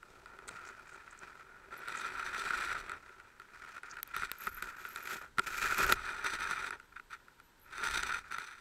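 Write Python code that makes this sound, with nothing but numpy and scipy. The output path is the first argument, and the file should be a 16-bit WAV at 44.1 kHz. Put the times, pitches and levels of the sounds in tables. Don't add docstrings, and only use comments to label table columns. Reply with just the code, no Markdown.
import sys
import numpy as np
from scipy import signal
from scipy.fft import rfft, irfft, next_fast_len
from scipy.io import wavfile
from scipy.ndimage import uniform_filter1d

SR = 44100
rng = np.random.default_rng(int(sys.argv[2]) if len(sys.argv) > 2 else 0)


def log_audio(samples):
    frames = np.atleast_2d(samples).T
    limited = np.clip(frames, -1, 1)
    pcm = np.round(limited * 32767).astype(np.int16)
    wavfile.write(sys.argv[1], SR, pcm)


N = 379524
TIME = np.arange(N) / SR
SIZE = next_fast_len(N)
FREQ = np.fft.rfftfreq(SIZE, 1 / SR)

# f/Hz, width/Hz, lift/dB (before any detuning)
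HOUSING_MODES = [(384.3, 59, 10), (941, 109, 6), (1366.5, 405, 21.5), (1877, 680, 14), (2443, 327, 13)]
# f/Hz, width/Hz, lift/dB (before any shift or share)
WALL_MODES = [(3900, 1820, 8), (5955, 210, 9), (7890, 870, 12), (10360, 180, 6.5), (13300, 940, 17)]
# start t/s, length/s, starting level/dB before trim,
# growth over the stroke/dB, fizz against the level/dB, thud against the level/dB
LEAF_STROKES = [(0.0, 0.25, -70, 4, -6.5, 0), (0.26, 0.25, -58, -1.5, -18, -4.5),
                (0.48, 0.353, -54.5, 0, -14, -10), (0.84, 0.4, -56.5, -2, -15, -11.5),
                (1.21, 0.22, -55, -1, -15, -11), (1.44, 0.28, -58.5, 2, -22, -8.5),
                (2.95, 0.43, -58, -6, -16.5, -10.5), (3.40, 0.17, -62.5, -1, -15, -13),
                (3.52, 0.266, -55, 2.5, -15, -15.5), (3.83, 0.17, -49.5, -1.5, -16, -16),
                (4.04, 0.12, -60, 9, -13, -14), (6.77, 0.13, -64.5, -6, -13, -12),
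                (6.92, 0.02, -52, -6, -18, -22), (7.16, 0.24, -74, 1, -12, -10),
                (7.64, 0.09, -67, 12, -12, -13), (8.20, 0.10, -60, 5, -14, -20)]


def amp(db):
    return 10 ** (np.asarray(db) / 20)


def unit(x):
    return x / np.sqrt(np.mean(x ** 2) + 1e-20)


def read(points):
    hz, db = np.transpose(points)
    return np.interp(np.log(FREQ + 1), np.log(hz + 1), db)


def peaks(modes):
    return sum(db / (1 + (2 * (FREQ - hz) / width) ** 2) for hz, width, db in modes)


def colour(x, db):
    cepstrum = irfft(np.log(amp(db)), SIZE)
    cepstrum[1:SIZE // 2] *= 2
    cepstrum[SIZE // 2 + 1:] = 0
    response = np.exp(rfft(cepstrum))
    return irfft(rfft(x, SIZE) * response, SIZE)[:N]


def wander(hz):
    noise = rfft(rng.standard_normal(SIZE))
    return unit(irfft(noise / (1 + (FREQ / hz) ** 4), SIZE)[:N])


def add(mix, s, sound):
    part = mix[max(round(s * SR), 0):][:len(sound)]
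    part += sound[:len(part)]


def stillness(hiss_db=-66.5, whine_hz=11900, wobble_hz=90, wall_share=0.4):
    # f/Hz, relative level/dB per Hz
    hiss_colour = [(30, -3), (200, -2.5), (400, -0.5), (700, -9.5), (950, 1.5), (1150, -6), (1380, 1),
                   (2400, -10.5), (5000, -17), (8000, -19.5), (12500, -26), (15000, -31)]
    # t/s, level/dB before flutter
    whine_level = [(6.6, -102), (6.85, -86), (7.55, -85), (7.8, -102)]
    s, db = np.transpose(whine_level)
    turns = np.cumsum(whine_hz + wobble_hz * wander(90)) / SR
    flutter = amp(3.6 * wander(30))
    whine = amp(np.interp(TIME, s, db)) * flutter * np.sqrt(2) * np.sin(2 * np.pi * turns)
    hiss = colour(rng.standard_normal(N), read(hiss_colour) + wall_share * peaks(WALL_MODES))
    return amp(hiss_db) * unit(hiss) + whine


def surge(drift_db=-73.5, trim_db=1.0):
    # peak t/s, level/dB before trim, rise/s, fall/s
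    shoves = [(2.8, -58.5, 0.5, 0.13), (4.2, -58, 0.04, 0.066), (4.48, -57, 0.02, 0.22),
              (5.92, -45, 0.2, 0.074), (6.4, -60, 0.37, 0.35), (7.95, -50, 0.1, 0.16)]
    # f/Hz, relative level/dB per Hz
    surge_colour = [(8, -15), (22, 3.5), (42, 1.5), (62, -2.5), (85, -7.5), (130, -12), (220, -20),
                    (600, -66)]
    power = amp(drift_db) ** 2
    for s, db, rise_s, fall_s in shoves:
        distance = np.maximum((s - TIME) / rise_s, (TIME - s) / fall_s)
        power = power + (amp(db) * np.exp(-distance)) ** 2
    rumble = unit(colour(rng.standard_normal(N), read(surge_colour)))
    return amp(trim_db) * np.sqrt(power) * rumble


def slips(per_s, spread_db, catch_db, catch_hz, smooth, snag_db=3.0, snags_per_s=22, release_s=0.033):
    sizes = amp(spread_db * np.minimum(rng.exponential(1, N), 4)) * rng.choice([-1, 1], N)
    clicks = unit(sizes * (rng.random(N) < per_s / SR))
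    force = clicks + smooth * rng.standard_normal(N)
    force = force * amp(catch_db * wander(catch_hz))
    force /= np.sqrt(uniform_filter1d(force ** 2, size=1100) + 1e-9)
    breaks = rng.random(N) < snags_per_s / SR
    snags = np.tanh(signal.lfilter([1], [1, -np.exp(-1 / (release_s * SR))], breaks))
    return force * amp(snag_db * unit(snags - snags.mean()))


def pressing(strokes, attack_s=0.0069, release_s=0.011):
    power = np.zeros((3, N))
    for start, length, db, growth_db, fizz_db, thud_db in strokes:
        t = np.arange(0, length + 10 * release_s, 1 / SR)
        shape = np.minimum(t / attack_s, 1) * np.exp(-np.maximum(t - length, 0) / release_s)
        gain = shape * amp(db + growth_db * np.minimum(t / length, 1))
        for band, band_db in zip(power, [0, fizz_db, thud_db]):
            add(band, start, (gain * amp(band_db)) ** 2)
    return np.sqrt(power)


def friction(strokes, force, colour_db, trim_db, shift_db=2.16, shift_hz=45):
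    # low f/Hz, high f/Hz
    ranges = [(1100, 2700), (4000, 16000), (200, 700)]
    spectrum = rfft(colour(force, colour_db + peaks(HOUSING_MODES)), SIZE)
    thud = 1 / (1 + (FREQ / 800) ** 6)
    fizz = 1 - 1 / (1 + (FREQ / 3200) ** 6)
    shares = [1 - thud - fizz, fizz, thud]
    out = np.zeros(N)
    for share, (low, high), gain, db in zip(shares, ranges, pressing(strokes), trim_db):
        strength = np.std(irfft(spectrum * ((FREQ > low) & (FREQ < high)), SIZE))
        shift = amp(shift_db * wander(shift_hz))
        part = irfft(spectrum * share, SIZE)[:N] / strength * shift
        out += part * gain * amp(db)
    return out


def swishing(width_hz=2800):
    # middle t/s, length/s, centre f/Hz, level/dB before the fade
    swishes = [(0.486, 0.031, 7900, -50), (0.53, 0.12, 7600, -69), (0.682, 0.064, 6700, -61),
               (0.91, 0.16, 7500, -65.5), (1.119, 0.037, 7400, -59), (1.185, 0.031, 7140, -58),
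               (1.783, 0.037, 12000, -59), (1.979, 0.061, 7370, -50), (3.908, 0.044, 5950, -51.5),
               (4.442, 0.17, 12500, -49.5), (4.564, 0.12, 12600, -53.5), (4.98, 0.63, 12500, -59.5),
               (7.632, 0.15, 12400, -68)]
    teeth = slips(per_s=830, spread_db=3.0, catch_db=7.0, catch_hz=120, smooth=0.32)
    out = np.zeros(N)
    for s, length, hz, db in swishes:
        start = s - length / 2
        piece = teeth[round(start * SR):][:round(length * SR)]
        piece_hz = np.fft.rfftfreq(len(piece), 1 / SR)
        band = 1 / (1 + (2 * (piece_hz - hz) / width_hz) ** 4)
        hiss = unit(irfft(rfft(piece) * band, len(piece)))
        add(out, start, amp(db) * hiss * np.hanning(len(piece)))
    return out


def brushing():
    # f/Hz, relative level/dB per Hz
    brush_force = [(100.0, -0.5), (250.0, -4.5), (700.0, -1), (1500.0, 0.5), (3000.0, -7), (5000.0, -12),
                   (7500.0, -15.5), (9500.0, -22), (12500.0, -29), (15500.0, -30)]
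    force = slips(per_s=1700, spread_db=1.5, catch_db=2.5, catch_hz=93, smooth=0.26, snag_db=2.0)
    return friction(LEAF_STROKES, force, read(brush_force), trim_db=[-.3, -.8, -.8])


def rubbing(wall_shift=1.022, roam=0.22):
    # start t/s, length/s, starting level/dB before trim,
    # growth/dB, fizz against the level/dB, thud against the level/dB
    rubs = [(1.71, 0.15, -52, 4, -14.5, -12), (1.87, 0.47, -42, -2.5, -13.5, -15),
            (2.33, 0.4, -40.5, 3, -13, -17), (2.74, 0.06, -40, -2.5, -16, -13.5),
            (2.80, 0.167, -48, -2.5, -16.5, -11.5), (4.135, 0.12, -44.5, 4, -12.5, -21.5),
            (4.26, 0.047, -50, -3, -15, -16), (5.95, 0.33, -43.5, 3.5, -15, -16),
            (6.235, 0.13, -36.5, -0.5, -13, -17.5), (6.385, 0.3, -39, -1, -14, -17.5),
            (6.72, 0.04, -39.5, -12.5, -20, -13), (6.955, 0.016, -41.5, -5.5, -22, -30),
            (7.10, 0.043, -52, 6.5, -18, -31), (7.72, 0.11, -52.5, 10.5, -14.5, -16.5),
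            (7.83, 0.18, -37, 0, -10.5, -19.5), (8.02, 0.17, -38, -2.5, -14, -19),
            (8.305, 0.14, -46.5, -0.5, -14, -19.5), (8.46, 0.16, -48.5, -11, -13, -24)]
    # f/Hz, relative level/dB per Hz
    rub_force = [(100.0, -12), (250.0, -8.5), (700.0, -8), (1500.0, -2.5), (3000.0, -8), (5000.0, -12),
                 (7500.0, -19), (9500.0, -16.5), (12500.0, -33), (15500.0, -31.5)]
    # t/s, share/0-1
    pressure = [(2.8, 0.14), (6.0, 0.63), (7.8, 0.87)]
    # f/Hz, width/Hz, lift/dB
    firm_colour = [(230, 130, -1), (566, 310, -4.5), (874, 130, 6), (3650, 210, 7), (5960, 260, 10),
                   (10400, 470, 10), (10900, 600, -4)]
    loose = slips(per_s=3500, spread_db=3.0, catch_db=1.5, catch_hz=140, smooth=0.36, snag_db=-0.6)
    firm = slips(per_s=2000, spread_db=3.5, catch_db=1.5, catch_hz=111, smooth=0.3, snag_db=2.4)
    loose_wall = [(hz / wall_shift, width, db) for hz, width, db in WALL_MODES]
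    firm_wall = [(hz * wall_shift, width, db) for hz, width, db in WALL_MODES]
    loose = colour(loose, peaks(loose_wall))
    firm = colour(firm, peaks(firm_wall) + peaks(firm_colour))
    share = np.clip(np.interp(TIME, *np.transpose(pressure)) + roam * wander(12.6), 0, 1)
    force = np.sqrt(1 - share) * loose + np.sqrt(share) * firm
    return friction(rubs, force, read(rub_force), trim_db=[-.7, -.6, -.6])


def scraping():
    # start t/s, length/s, starting level/dB before trim,
    # growth/dB, fizz against the level/dB, thud against the level/dB
    scrapes = [(4.32, 0.10, -56, 6, -11, -16), (4.415, 0.074, -49, 3, -9.5, -11.5),
               (4.51, 0.13, -49, -1, -13, -18), (4.62, 0.13, -41, -10, -13.5, -15.5),
               (4.76, 0.3, -47, -1.5, -9.5, -14), (5.07, 0.12, -43, -8.5, -7.5, -12),
               (5.21, 0.082, -46.5, -20.5, -13.5, -8.5), (5.37, 0.078, -54.5, -0.5, -9, -8),
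               (5.46, 0.2, -44.5, 1, -7, -13.5), (5.61, 0.17, -38, -0.5, -10.5, -18),
               (5.78, 0.097, -36, 1, -9, -10), (5.875, 0.051, -37, -3, -3.5, -2.5)]
    # f/Hz, relative level/dB per Hz
    scrape_force = [(100.0, -6.5), (250.0, -4), (700.0, -5), (1500.0, 6), (3000.0, -7), (5000.0, -14.5),
                    (7500.0, -13.5), (9500.0, -24), (12500.0, -18), (15500.0, -30)]
    force = slips(per_s=2200, spread_db=3.0, catch_db=-1.0, catch_hz=150, smooth=0.7, snag_db=2.8)
    return friction(scrapes, force, read(scrape_force), trim_db=[-.4, -.4, -.4])


def stray_ticks(count=24, over_db=16, spread_db=-1.5, crack_db=-15, hard_db=-18):
    ring = pressing(LEAF_STROKES)[0]
    at = rng.choice(np.flatnonzero(ring > 0), count)
    levels = 20 * np.log10(ring[at]) + over_db + spread_db * rng.standard_normal(count)
    return [(i / SR, db, db + crack_db, hard_db) for i, db in zip(at, levels)]


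def knocks(swell=1.85, soft_hz=1600, damping_hz=110, crack_s=0.00092,
           ring_trim_db=-3.5, crack_trim_db=2.5, top_trim_db=-1.5,
           push_hz=190, push_s=0.002, push_db=-20, heavy_db=-15):
    # t/s, peak of the ring/dB, peak of the crack/dB,
    # hardness (top of the crack against the rest)/dB, all levels before trim
    blows = [(0.0294, -35.5, -55, -14), (0.2588, -34.5, -52, -22), (0.3886, -33.5, -52, -21),
             (0.4816, -36, -36.5, -15), (0.4907, -31.5, -38.5, -21), (0.688, -34.5, -46, -39),
             (1.077, -34, -67, -22), (1.8836, -26, -33, -15), (2.5059, -19.5, -40, -18),
             (2.63, -27, -40, -29), (2.8954, -25.5, -37.5, -19), (2.9176, -24.5, -39, -17),
             (3.093, -38, -60, -22), (3.2, -35.5, -52.5, -27), (3.3985, -34.5, -49.5, -14),
             (3.418, -38.5, -54, -14), (3.6481, -33.5, -48, -16), (3.6906, -34.5, -48, -16),
             (3.7646, -32, -48, -19), (3.7802, -33, -51, -16), (3.8328, -30, -42.5, -24),
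             (3.969, -34, -52, -15), (4.03, -39, -31.5, 8.5), (4.0758, -51, -48.5, 10),
             (4.165, -21, -32.5, 0), (4.2213, -21, -41, -20), (4.233, -21.5, -41, -16),
             (4.316, -30.5, -25.5, -1.5), (4.4703, -20, -34, -8), (4.475, -20, -44, -6),
             (4.6239, -21.5, -32.5, -5), (4.851, -25, -42, -10), (4.9597, -26, -35, -21),
             (5.3837, -12.5, -27.5, -17), (5.3916, -16.5, -27, -31), (5.3945, -13.5, -24, -29),
             (5.7822, -24, -33, 10), (5.8006, -17.5, -45, -9), (5.8646, -31, -31, 3),
             (5.9234, -10, -14, -4), (6.2442, -20, -35, -6), (6.5103, -18, -32, -13),
             (6.7068, -22.5, -35.5, -24), (6.799, -34.5, -50, -20), (6.9972, -30.5, -53, -17),
             (7.2823, -39.5, -58, -6), (7.4, -39, -51, -15), (7.781, -26.5, -37, -19),
             (7.8323, -21.5, -36, -25), (7.911, -32, -28, -22), (8.033, -28, -27, -23),
             (8.3221, -24.5, -37.5, -13), (8.3839, -22.5, -34.5, -17)]
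    # f/Hz, relative level/dB per Hz
    crack_colour = [(500, -8.5), (2000, 4.5), (4000, -2.5), (7000, -11), (10000, -7.5), (11500, -5.5),
                    (13500, -7), (16000, -24)]
    t, out = np.arange(1400) / SR, np.zeros(N)
    grit = colour(rng.standard_normal(N), read(crack_colour) + peaks(WALL_MODES))
    dull = signal.sosfilt(signal.butter(10, 10800, "low", fs=SR, output="sos"), grit)
    sharp = signal.sosfilt(signal.butter(6, 11000, "high", fs=SR, output="sos"), grit)
    crack_shape = np.exp(-t / crack_s) * (1 - np.exp(-10 * t / crack_s))
    for s, ring_db, crack_db, hard_db in [*blows, *stray_ticks()]:
        ring = np.zeros(len(t))
        detune = rng.uniform(1, 1.05)
        for hz, width, db in HOUSING_MODES:
            age = np.pi * np.hypot(width, damping_hz) * t / swell
            size = amp(db + rng.standard_normal()) * width / (1 + (hz / soft_hz) ** 2)
            ring += size * age * np.exp(-age) * np.sin(2 * np.pi * hz * detune * t)
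        push = t / push_s * np.exp(1 - t / push_s) * np.sin(2 * np.pi * push_hz * t)
        push *= amp(min(ring_db - heavy_db, 0))
        body = ring / abs(ring).max() + amp(push_db) * push
        add(out, s, amp(ring_db + ring_trim_db) * body)
        dull_db, sharp_db = crack_db + crack_trim_db, crack_db + hard_db + top_trim_db
        for noise, db in [(dull, dull_db), (sharp, sharp_db)]:
            crack = noise[round(s * SR):][:len(t)] * crack_shape
            add(out, s, amp(db) * crack / abs(crack).max())
    return out


def scene():
    background = stillness() + surge()
    contacts = swishing() + brushing() + rubbing() + scraping() + knocks()
    return (background + contacts)[None]


def record(dry, edge_hz=15800):
    low_pass = signal.firwin(511, edge_hz, window=("kaiser", 9), fs=SR)
    return signal.oaconvolve(dry, low_pass[None], "same")


dry = scene()
out = record(dry)
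log_audio(out)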